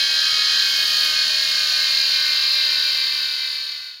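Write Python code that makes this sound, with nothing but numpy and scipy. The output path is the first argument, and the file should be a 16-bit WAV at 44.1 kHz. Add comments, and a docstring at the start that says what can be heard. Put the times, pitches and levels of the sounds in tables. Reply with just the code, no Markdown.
"""A metallic buzz over hissing air: a small disc turbine in a taped metal case, driven by compressed air
and slowly losing speed. Balls roll over flaws in two worn bearings and ring the case; the bearings beat
against each other. Fingers take hold with a thin sizzle and soft bumps and tilt the case off the bench,
which changes how it rings. The escaping air whistles faintly at times. The sound fades out at the end."""
import sys
import numpy as np
from scipy import signal
from scipy.fft import rfft, irfft, next_fast_len
from scipy.io import wavfile

SR = 44100
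rng = np.random.default_rng(int(sys.argv[2]) if len(sys.argv) > 2 else 0)


def digitize_waveform(pressure):
    """Quantize a signal to 16-bit integers and store it at the path in sys.argv[1].

    Rows of a 2-D input are taken as channels; values are limited to [-1, 1].
    """
    field = np.atleast_2d(pressure).T
    bounded = np.clip(field, -1, 1)
    quanta = np.round(bounded * 32767).astype(np.int16)
    wavfile.write(sys.argv[1], SR, quanta)


N = 176400
T = np.arange(N) / SR


def from_db(db):
    """Decibels to gain."""
    return 10 ** (np.asarray(db) / 20)


def rms_one(x):
    """Scale to an rms of 1."""
    return x / np.sqrt(np.mean(x ** 2) + 1e-20)


def ramp(start_s, end_s):
    """Linear rise from 0 to 1."""
    return np.clip((T - start_s) / (end_s - start_s), 0, 1)


def curve(points):
    """Straight lines through (time_s, value) points."""
    return np.interp(T, *np.transpose(points))


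def drift(rate_hz):
    """Slow random wander, rms 1."""
    pole = np.exp(-200 * np.pi * rate_hz / SR)  # one step per 100 samples
    slow = signal.lfilter([1], [1, -2 * pole, pole * pole], rng.standard_normal(N // 100 + 1002))[1000:]
    return np.interp(np.arange(N) / 100, np.arange(len(slow)), rms_one(slow))


def grains(per_s):
    """Clicks of random size at random moments."""
    return (rng.random(N) < per_s / SR) * rng.standard_normal(N)


def coloured(x, spectrum):
    """Minimum-phase filter through (freq_hz, gain_db) points; output rms 1."""
    size = next_fast_len(N + SR // 10)
    hz, db = np.transpose(spectrum)
    bin_hz = np.arange(size // 2 + 1) * SR / size
    gain = from_db(np.interp(np.log(bin_hz + 1), np.log(hz), db))
    cepstrum = irfft(np.log(gain), size)
    response = np.exp(rfft(2 * cepstrum[:size // 2], size))
    return rms_one(irfft(rfft(x, size) * response, size)[:N])


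def tilt_coloured(x, table, tilt):
    """Crossfade from the lying spectrum (tilt 0) to the tilted one (tilt 1)."""
    table = np.array(table)
    return (1 - tilt) * coloured(x, table[:, [0, 1]]) + tilt * coloured(x, table[:, [0, 2]])


def resonance(x, hz, width_hz):
    """Band-pass with unity gain at its centre, which may move."""
    carrier = np.exp(2j * np.pi * np.cumsum(hz * np.ones(N)) / SR)
    pole = np.exp(-np.pi * width_hz / SR)
    return 2 * np.real(carrier * signal.lfilter([1 - pole], [1, -pole], x / carrier))


def knock_strengths(count, spread_db=2.5):
    """Each knock pushes or pulls, a little harder or softer than the others."""
    return rng.choice([-1, 1], count) * from_db(spread_db * rng.standard_normal(count))


# rush spectrum: freq_hz, gain_db
RUSH_SPECTRUM = [(20, -14), (60, -8.5), (115, -1), (150, 3), (190, 5), (260, -4), (450, 1.5), (600, 5),
                 (950, 3), (2000, -19.5)]


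def air_rush(tilt):
    """Low rush of the air and the room, softer when tilted."""
    return from_db(-51 - 2.5 * tilt) * coloured(rng.standard_normal(N), RUSH_SPECTRUM)


# hiss spectrum: freq_hz, lying_db, tilted_db
HISS_SPECTRUM = [(1000, -3, -2), (7450, -1, -10.5), (9530, 4, -1), (9820, 10, 10), (10290, 0.5, 2),
                 (11600, -2, -1), (12400, -2, 5), (13000, 0, 0), (13800, 2, 6), (16000, -2, -0.5)]


def air_hiss(ticks, tilt, tick_share=0.24):
    """Escaping air, with the bright edge of the ticks in it."""
    source = np.sqrt(1 - tick_share) * rng.standard_normal(N) + np.sqrt(tick_share) * ticks
    return from_db(-40 - 1.6 * tilt) * tilt_coloured(source, HISS_SPECTRUM, tilt)


# air whistles: start_s, end_s, pitch_hz, level_db
WHISTLES = [(1.3, 1.92, 9100, -54), (1.62, 2.05, 9780, -51), (3.239, 3.8, 9900, -50)]


def air_whistles(width_hz=190):
    """Narrow bands of hiss that swell and die away."""
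    out = np.zeros(N)
    for start_s, end_s, pitch_hz, level_db in WHISTLES:
        swell = np.sqrt(np.abs(np.sin(np.pi * ramp(start_s, end_s))))
        band = resonance(rng.standard_normal(N), pitch_hz, width_hz)
        out += from_db(level_db) * swell * rms_one(resonance(band, pitch_hz, width_hz))
    return out


# sizzle spectrum: freq_hz, gain_db
SIZZLE_SPECTRUM = [(7000, -13), (11000, -6.5), (12500, -11), (13600, 1), (14500, -7), (16000, -12)]


def finger_sizzle(start_s=0.53, end_s=1.176, edge_s=0.08, rise_db_per_s=4):
    """A faint high crackle that grows while the fingers take hold."""
    gate = ramp(start_s, start_s + edge_s) * (1 - ramp(end_s - edge_s, end_s))
    crackle = coloured(grains(per_s=2200), SIZZLE_SPECTRUM)
    return from_db(-38 + rise_db_per_s * (T - end_s)) * gate * crackle


# handling bumps: start_s, pitch_hz, peak_db
BUMPS = [(.325, 112, -45.5), (.38, 405, -44), (1.725, 736, -42), (1.725, 810, -46)]


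def handling_bumps(t60_s=0.13):
    """Dull, short rings of the case and the bench."""
    out = np.zeros(N)
    for start_s, pitch_hz, peak_db in BUMPS:
        age_s = np.maximum(T - start_s, 0)
        out += from_db(peak_db - 60 * age_s / t60_s) * np.sin(2 * np.pi * pitch_hz * age_s)
    return out


# treble gain: time_s, gain_db
TREBLE_GAIN = [(0, -0.14), (.9, 0.26), (1.65, 2.6), (2.2, 0.52), (2.7, -0.63), (4, 1)]


def handling_treble(x, corner_hz=5800):
    """The treble swells and dips as the case is handled."""
    treble = signal.sosfiltfilt(signal.butter(6, corner_hz, "high", fs=SR, output="sos"), x)
    return x + (from_db(curve(TREBLE_GAIN)) - 1) * treble


# race flaws: strikes_per_turn, strikes_per_pattern
FLAWS = [(8, 8), (7.99, 8), (14.25, 57), (7.123, 8), (4.96, 5), (9.92, 10)]


def flaw_ticks(turns, roughness=0.23):
    """A flaw ticks whenever a ball meets it, in a repeating pattern of strengths plus some chance."""
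    out = np.zeros(N + 1)
    for per_turn, period in FLAWS:
        strike = np.arange(int(turns[-1] * per_turn) - 1)
        slot = strike % period
        strike_turns = (strike + rng.random() + rng.normal(0, 0.019, period)[slot]) / per_turn
        at = np.interp(strike_turns, turns, np.arange(N))
        strength = knock_strengths(period)[slot] + roughness * rng.standard_normal(len(strike))
        np.add.at(out, at.astype(int), strength * (1 - at % 1))  # split between two samples
        np.add.at(out, at.astype(int) + 1, strength * (at % 1))
    return rms_one(out[:N])


# case resonances: freq_hz, lying_db, tilted_db
CASE_SPECTRUM = [(1015, -30.5, -29), (1120, -21, -18), (1266, -28.5, -27), (1740, -10.5, -15),
                 (2010, -23, -15.5), (2180, -17, -15.5), (2330, -21, -16), (2440, -12, -14.5),
                 (2900, -22, -21.5), (3090, -9, -5.5), (3400, -12, -13.5), (3830, -11.5, -7),
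                 (4250, -10, -7), (4730, -8, -4.5), (5550, -9.5, -13), (5460, -15.5, -20.5),
                 (6950, -15, -18.5), (7440, -32.5, -32)]


def case_ring(ticks, tilt, band_hz=(816, 8700)):
    """Ticks and a random rattle ring the case, whose resonances shift as it leaves the bench."""
    knocks = from_db(-28) * ticks + from_db(-29.5) * rms_one(grains(per_s=2500))
    band = signal.sosfilt(signal.butter(4, band_hz, "band", fs=SR, output="sos"), knocks)
    return np.std(knocks) * tilt_coloured(band, CASE_SPECTRUM, tilt)


# lid mode, raised by finger pressure: time_s, freq_hz
LID_MODE = [(.6, 4110), (.8, 4323), (2.5, 4210), (3.1, 4330)]


def bench_and_lid(x):
    """A low bench hum and the lid's high ring lift tones gliding through them."""
    bench_hum = from_db(3) * resonance(x, hz=612, width_hz=20)
    lid_ring = from_db(2.2) * resonance(x, curve(LID_MODE), width_hz=132)
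    return x + bench_hum + lid_ring


# ball-pass harmonics of both bearings: ball_pass_multiple, lying_db, tilted_db, beat_dip_s
BALL_PASS = [(4, -42.5, -50, 2.03), (5, -37, -42, 1.97), (6, -43, -45, 2.04), (7, -37.5, -38.5, 2.09),
             (10, -36, -62, 2.04), (11, -40.5, -44, 2.04), (12, -35, -41.5, 1.8), (13, -40.5, -32.5, 2.3),
             (14, -37, -41.5, 2.04), (15, -37, -44.5, 2.04), (16, -42, -35.5, 2.04)]
# buzz tones at whole multiples of the cage rate: cage_multiple, lying_db, tilted_db
CAGE_HARMONICS = [(16,-58,-60),(47,-43,-48),(57,-46,-42),(71,-48,-44),(72,-42.5,-41),(79,-36,-47),(81,-30.5,-46),(87,-38.5,-48),(97,-34,-39.5),(102,-41,-42),(103,-34.5,-34.5),(105,-35,-32),(111,-38,-38),(113,-32.5,-36),(114,-47,-40),(115,-39,-44),(118,-39,-40),(119,-35,-36.5),(121,-33,-31.5),(126,-37.5,-37.5),(127,-35.5,-38.5),(129,-35,-29),(135,-40,-41),(137,-40,-40),(152,-42.5,-45.5)]
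# bearing tones between whole multiples of the cage rate: cage_multiple, lying_db, tilted_db
INHARMONIC_TONES = [(27.5,-56,-58.5),(28.5,-50,-54),(35.62,-46,-56),(36.58,-51,-56),(41.8,-43,-47),(42.74,-42,-42),(42.87,-39,-47),(49.86,-49,-47),(57.17,-50,-46),(63.92,-38,-39.5),(64.11,-38,-40.5),(70.23,-46,-44),(71.23,-47,-44),(77.36,-37.5,-50),(78.36,-46,-45),(82.59,-50,-43.5),(84.48,-44,-39),(86.48,-40,-55),(99.73,-39,-38.5),(105.86,-37,-44.5),(106.85,-41,-40)]


def bearing_tones(turns, tilt, balls=8, twin_speed_ratio=0.99877, scatter_rad=0.68, flicker_db=1.0):
    """Tones of the balls' uneven knocks; the slightly slower twin bearing makes the harmonics beat."""
    ball_turns = np.arange(balls) / balls + 0.0011 * rng.standard_normal(balls)
    strengths = knock_strengths(balls)

    def tone(multiple, lying_db, tilted_db, twin_gain=0, dip_s=0):
        phase = np.angle(strengths @ np.exp(-2j * np.pi * np.round(multiple) * ball_turns))
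        phase += scatter_rad * rng.standard_normal()
        angle = 2 * np.pi * multiple * (turns - np.interp(dip_s, T, turns))
        twin = twin_gain * np.cos(angle * twin_speed_ratio + phase)
        pair = (np.cos(angle + phase) - twin) / np.sqrt(1 + twin_gain ** 2)
        level_db = lying_db + (tilted_db - lying_db) * tilt + flicker_db * drift(rate_hz=3.4)
        return np.sqrt(2) * pair * from_db(level_db)

    passes = sum(tone(balls * multiple, lying_db, tilted_db, twin_gain=from_db(-2), dip_s=dip_s)
                 for multiple, lying_db, tilted_db, dip_s in BALL_PASS)
    harmonics = sum(tone(*row, twin_gain=rng.choice([-1, 1]) * from_db(-15.5)) for row in CAGE_HARMONICS)
    inharmonic = sum(tone(*row) for row in INHARMONIC_TONES)
    return from_db(0.7) * (passes + harmonics + inharmonic)


# ball cage speed: time_s, turns_per_s
CAGE_SPEED = [(0, 39.648), (0.5, 39.23), (1.5, 38.311), (2.2, 37.725), (3.0, 37.082), (4.0, 36.28)]
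# buzz gain under the hand's load: time_s, gain_db
BUZZ_GAIN = [(0, -1), (.6, 0), (.8, -1), (1.05, -0.5), (1.35, -0.86), (1.9, 0), (2.5, 0), (3.0, -1),
             (4, 0.5)]


def scene():
    """One cage speed drives the tones, ticks and air flutter; the tilt recolours buzz and hiss."""
    turns = np.cumsum(curve(CAGE_SPEED)) / SR + 0.00045 * drift(rate_hz=27)
    tilt = ramp(start_s=0.89, end_s=2.57)
    ticks = flaw_ticks(turns)
    buzz = from_db(curve(BUZZ_GAIN)) * bench_and_lid(case_ring(ticks, tilt) + bearing_tones(turns, tilt))
    air = air_hiss(ticks, tilt) + air_rush(tilt)
    flutter_db = np.sin(2 * np.pi * turns) + 0.73 * drift(rate_hz=30)
    turbine = handling_treble(buzz + air * from_db(flutter_db))
    return (turbine + air_whistles() + finger_sizzle() + handling_bumps())[None]


def record(dry):
    """Linear fade-out, then a steep low-pass at 15900 Hz."""
    faded = dry * (1 - ramp(start_s=2.913, end_s=4.064))
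    return signal.sosfilt(signal.ellip(12, 0.1, 90, 15900, fs=SR, output="sos"), faded)


dry = scene()
out = record(dry)
digitize_waveform(out)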